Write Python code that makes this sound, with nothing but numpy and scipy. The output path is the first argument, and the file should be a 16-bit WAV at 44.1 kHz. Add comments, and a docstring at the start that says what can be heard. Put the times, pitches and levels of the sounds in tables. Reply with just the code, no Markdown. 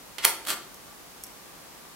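"""On a table in a small, quiet room, a plastic instant camera fires its flash cube.
The release unlatches, a spring-driven lever scrapes up to speed, the shutter snaps home and the bulb
fizzes. Let go, the button slides back and rattles the mechanism into place. A few thin ticks follow
as the spent cube cools. The walls echo each sound, over soft room air and a faint fan hum."""
import sys
import numpy as np
from scipy import signal
from scipy.fft import rfft, irfft
from scipy.io import wavfile

SR = 44100
rng = np.random.default_rng(int(sys.argv[2]) if len(sys.argv) > 2 else 0)


def store_wav(level_fs):
    """Save 16-bit WAV to argv[1]."""
    pcm = np.round(np.clip(np.atleast_2d(level_fs), -1, 1) * 32767)
    wavfile.write(sys.argv[1], SR, pcm.T.astype(np.int16))


N = 85995

# shutter and striker hits (time [s], level [dB], left minus right [dB])
SHUTTER_HITS = [(0.2505, 7, -3), (0.2514, 6.5, -6.5), (0.2577, -8.5, 6)]
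# tone of the shutter and the flash (frequency [Hz], gain [dB])
SNAP_TONE = [(60, -43), (180, -23), (320, -13.5), (480, -7.5), (750, 0.5), (920, 7), (1350, 3.5),
             (2000, 4.5), (3300, 2), (6500, 1.5), (10500, 6), (13500, 4), (15500, -2)]
def shutter():
    """The blade rushes against its stop, and the sharp hits set the camera body ringing."""
    snap = hits(SHUTTER_HITS, crack_s=0.006, ring_db=-4)
    rush = slide([(0.2455, -25), (0.2520, -13)], grain_s=0.0036, ring_db=-6)
    return tone(snap + rush, SNAP_TONE)


# strength of the fizz (time [s], level [dB])
FLASH_FIZZ = [(0.252, -37), (0.290, -32.5), (0.310, -45)]
def flash():
    """Foil burns in the bulb with a short fizz of tiny crackles."""
    return tone(slide(FLASH_FIZZ, grain_s=0.003, ring_db=-4.5), SNAP_TONE)


# click of the latch (time [s], level [dB], left minus right [dB])
LATCH_HIT = [(0.1828, -9, -7.5)]
# how hard the lever scrapes (time [s], level [dB])
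LEVER_SLIDE = [(0.222, -45), (0.236, -32), (0.248, -28)]
# tone of the latch and lever (frequency [Hz], gain [dB])
LATCH_TONE = [(100, -24), (200, -15), (330, 1), (600, 1), (1100, 4.5), (1600, 5.5), (3200, 9.5),
              (5000, 1.5), (7000, -1), (11000, -2.5), (15500, -13)]
def release():
    """The latch clicks open and a spring drives the lever, which scrapes as it speeds up."""
    click = hits(LATCH_HIT, crack_s=0.052, ring_db=-3)
    scrape = slide(LEVER_SLIDE, grain_s=0.0064, ring_db=-4)
    return tone(click + scrape, LATCH_TONE)


# knocks of the returning parts (time [s], level [dB], left minus right [dB])
RETURN_HITS = [(0.4508, -19, -6), (0.4660, -21, 12), (0.4706, -12.5, -11), (0.4826, -14, -14),
               (0.4872, -8, 6), (0.4942, -16, -19), (0.5022, -3.5, -1), (0.5122, -17, 5)]
# how hard the button scrapes (time [s], level [dB])
BUTTON_SLIDE = [(0.465, -40), (0.479, -36.5), (0.489, -31.5), (0.510, -28.5), (0.545, -40)]
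# tone of both (frequency [Hz], gain [dB])
RETURN_TONE = [(60, -21), (200, -9), (330, 2.5), (420, -1.5), (600, 4), (850, -0.5), (1180, 5.5),
               (2000, 3.5), (4300, 5), (5300, -2), (7000, 0.5), (8500, 3.5), (12000, 1), (15500, -3.5)]
def button_return():
    """The button slides back and the parts rattle into place."""
    rattle = hits(RETURN_HITS, crack_s=0.019, ring_db=-5.5)
    scrape = slide(BUTTON_SLIDE, grain_s=0.0028, ring_db=-9)
    return tone(rattle + scrape, RETURN_TONE)


# ticks of the cube (time [s], level [dB], left minus right [dB])
TICKS = [(0.7440, -26.5, -2), (1.2367, -17, -6), (1.2378, -19.5, 0), (1.2418, -28, 0), (1.2437, -24, 3),
         (1.2668, -26, 0)]
# notes the cube rings at (frequency [Hz], level [dB], time to fade 60 dB [s])
CUBE_NOTES = [(5480, -4.5, 0.021), (6450, -10, .015), (8400, -19, 0.027), (9400, -8, 0.013),
              (12500, -10, .02)]
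# tone of the ticks (frequency [Hz], gain [dB])
TICK_TONE = [(200, -15), (2500, -9), (4500, -12), (5600, 2.5), (9500, 5), (13000, 6), (15500, -3)]
def cooling_cube():
    """The spent cube ticks as it cools, ringing high and briefly."""
    return tone(hits(TICKS, crack_s=0.014, ring_db=-3.5, notes=CUBE_NOTES), TICK_TONE)


# notes the camera body rings at (frequency [Hz], level [dB], time to fade 60 dB [s])
BODY_NOTES = [(331, -19, 0.28), (908, -19, 0.21), (1165, -24, 0.21), (1240, -23, .08), (1335, -17.5, 0.043),
              (1393, -29.5, 0.16), (1692, -22, 0.075), (2048, -22.5, 0.044), (3113, -16, 0.043),
              (3307, -13, 0.063), (4372, -13, 0.033), (9800, -10, 0.017), (11800, -35, 0.027),
              (13500, -15, 0.017)]
def contact(crack_s, ring_db, notes=BODY_NOTES):
    """Two parts meet: a crack, plus the fading notes of the struck object."""
    t = np.arange(N) / SR
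    click = crack(crack_s)
    ring = 0
    for hz, db, fade_s in notes:
        wave = np.sin(2 * np.pi * (hz * t + rng.random()))
        ring = ring + undb(db) * unit(fade(fade_s) * wave)
    return stereo(click + undb(ring_db) * ring, undb(-7) * crack(crack_s))


def crack(fade_s):
    """A burst of noise stands for the many fast-dying vibrations of a contact."""
    burst = rng.standard_normal(N) * fade(fade_s)
    for _ in range(2):
        spectrum = rfft(burst)
        burst = irfft(spectrum / np.abs(spectrum), N) * fade(fade_s * 10)  # even out the frequencies
    return unit(burst)


def hits(events, crack_s, ring_db, notes=BODY_NOTES):
    """One fresh contact per event, placed in time and between left and right."""
    out = np.zeros((2, N))
    for time_s, db, pan_db in events:
        start = int(time_s * SR)
        gains = undb(db + np.array([[pan_db], [-pan_db]]) / 2)
        out[:, start:] += gains * contact(crack_s, ring_db, notes)[:, :N - start]
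    return out


def slide(stroke, grain_s, ring_db, grains_per_s=5000, spread_db=1.5):
    """Tiny jolts, as when a part sticks and slips, shake the body; stroke is (time [s], level [dB])."""
    times, db = np.array(stroke).T
    effort = undb(np.interp(np.arange(N) / SR, times, db, left=-np.inf, right=-np.inf))
    grains = (rng.random(N) < grains_per_s / SR) * rng.choice([-1, 1], N)
    grains = grains * undb(spread_db * rng.standard_normal(N))
    return convolve(effort * grains / np.std(grains), contact(grain_s, ring_db))


# length of the echo (frequency [Hz], time to fade 60 dB [s])
ECHO_FADE = [(150, 0.56), (500, 0.5), (1200, .42), (3500, 0.4047), (9000, 0.33), (16000, 0.29)]
# tone of the echo (frequency [Hz], gain [dB])
ECHO_TONE = [(100, 4), (400, 6), (1000, 3.5), (3000, -3.5), (7000, -3), (11000, -3.5), (15500, -5)]
# stereo width of the echo (frequency [Hz], side gain [dB])
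ECHO_WIDTH = [(200, -16), (700, -15), (2000, -3.5), (5000, 0.5), (14000, 0.5)]
def room_echo(gap_s=0.0034, build_s=0.0042):
    """Reflections off the walls build up after a short gap; the treble dies first."""
    t, hz = np.arange(N) / SR, np.fft.rfftfreq(N, 1 / SR)
    noise, tail = rfft(rng.standard_normal((2, N))), 0
    for band_hz, fade_s in ECHO_FADE:
        band = curve([(f, float(f == band_hz)) for f, _ in ECHO_FADE], hz)
        tail = tail + irfft(noise * band, N) * fade(fade_s)
    build_up = np.clip((t - gap_s) / build_s, 0, 1)
    mid, side = tone(tail * build_up, ECHO_TONE)
    return stereo(unit(mid), tone(unit(side), ECHO_WIDTH))


# tone of the air and hiss (frequency [Hz], relative level [dB])
AIR_TONE = [(15, -35), (25, -9.5), (49, -1), (71, -6.5), (119, -5), (148, -2), (349, -1.5), (631, -4),
            (782, -2.5), (1140, -4), (1240, -5.5), (2170, -9), (3000, -11), (12800, -14), (15500, -16)]
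# stereo width of the air (frequency [Hz], side gain [dB])
AIR_WIDTH = [(60, -5), (110, -1), (200, -3), (380, -2), (700, -2.5), (1290, -1.5), (2380, -1.5), (4400, 1),
             (8120, -1), (15000, 0)]
def room_air(level_db=-49.5):
    """Room air and microphone hiss make a soft, steady noise."""
    mid, side = tone(rng.standard_normal((2, N)), AIR_TONE)
    return stereo(mid, tone(side, AIR_WIDTH)) * undb(level_db) / np.std(mid)


# notes of the fan (frequency [Hz], width [Hz], level [dB])
FAN_NOTES = [(40.7, 8, -84), (1174, 30, -67)]
def fan_hum():
    """A fan hums faintly in two narrow bands of noise."""
    hz, out = np.fft.rfftfreq(N, 1 / SR), 0
    for centre_hz, width_hz, db in FAN_NOTES:
        band = np.exp(-(2 * (hz - centre_hz) / width_hz) ** 2)
        hum = irfft(rfft(rng.standard_normal(N)) * band, N)
        out = out + undb(db) * hum / np.std(hum)
    return out


def undb(db):
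    """Turn decibels into a gain."""
    return 10 ** (np.asarray(db) / 20)


def curve(points, hz):
    """Read between (frequency [Hz], value) points, with octaves evenly spaced."""
    freqs, values = np.array(points, float).T
    return np.interp(np.log(np.maximum(hz, 1)), np.log(freqs), values)


def unit(x):
    """Scale to an energy of one."""
    return x / np.sqrt(np.sum(x ** 2))


def tone(x, points):
    """Turn frequencies up or down along (frequency [Hz], gain [dB]) points."""
    gains = undb(curve(points, np.fft.rfftfreq(2 * N, 1 / SR)))
    cepstrum = irfft(np.log(gains))
    cepstrum[1:N] *= 2  # folded so that the filter rings only after a hit
    cepstrum[N + 1:] = 0
    return irfft(rfft(x, 2 * N) * np.exp(rfft(cepstrum)))[..., :N]


def convolve(x, response):
    """Let every sample of x set off a copy of the response."""
    return signal.fftconvolve(np.atleast_2d(x), np.atleast_2d(response), axes=-1)[:, :N]


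def stereo(mid, side):
    """Left and right from what they share (mid) and what sets them apart (side)."""
    return np.array([mid + side, mid - side])


def fade(fade_s):
    """Die away by 60 dB every fade_s seconds."""
    return np.exp(-np.log(1000) * np.arange(N) / SR / fade_s)


def scene():
    """Each camera sound arrives directly and off the walls, over the air and the fan."""
    walls, out = room_echo(), 0
    layers = [(release(), -3), (shutter() + flash(), -7.5), (button_return(), -7), (cooling_cube(), -9.5)]
    for sound, echo_db in layers:
        out = out + sound + undb(echo_db) * convolve(sound.mean(axis=0), walls)
    return out + room_air() + fan_hum()


def record(dry, bass_hz=500, top_hz=15750):
    """The snap overloads the recorder, adding a bright edge without bass; the highest treble is cut."""
    bass_cut = signal.butter(2, bass_hz, "high", fs=SR, output="sos")
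    top_cut = signal.ellip(10, 0.1, 80, top_hz, fs=SR, output="sos")
    overload = signal.sosfilt(bass_cut, np.clip(dry, -1, 1) - dry)
    return signal.sosfilt(top_cut, dry + overload)


dry = scene()
out = record(dry)
store_wav(out)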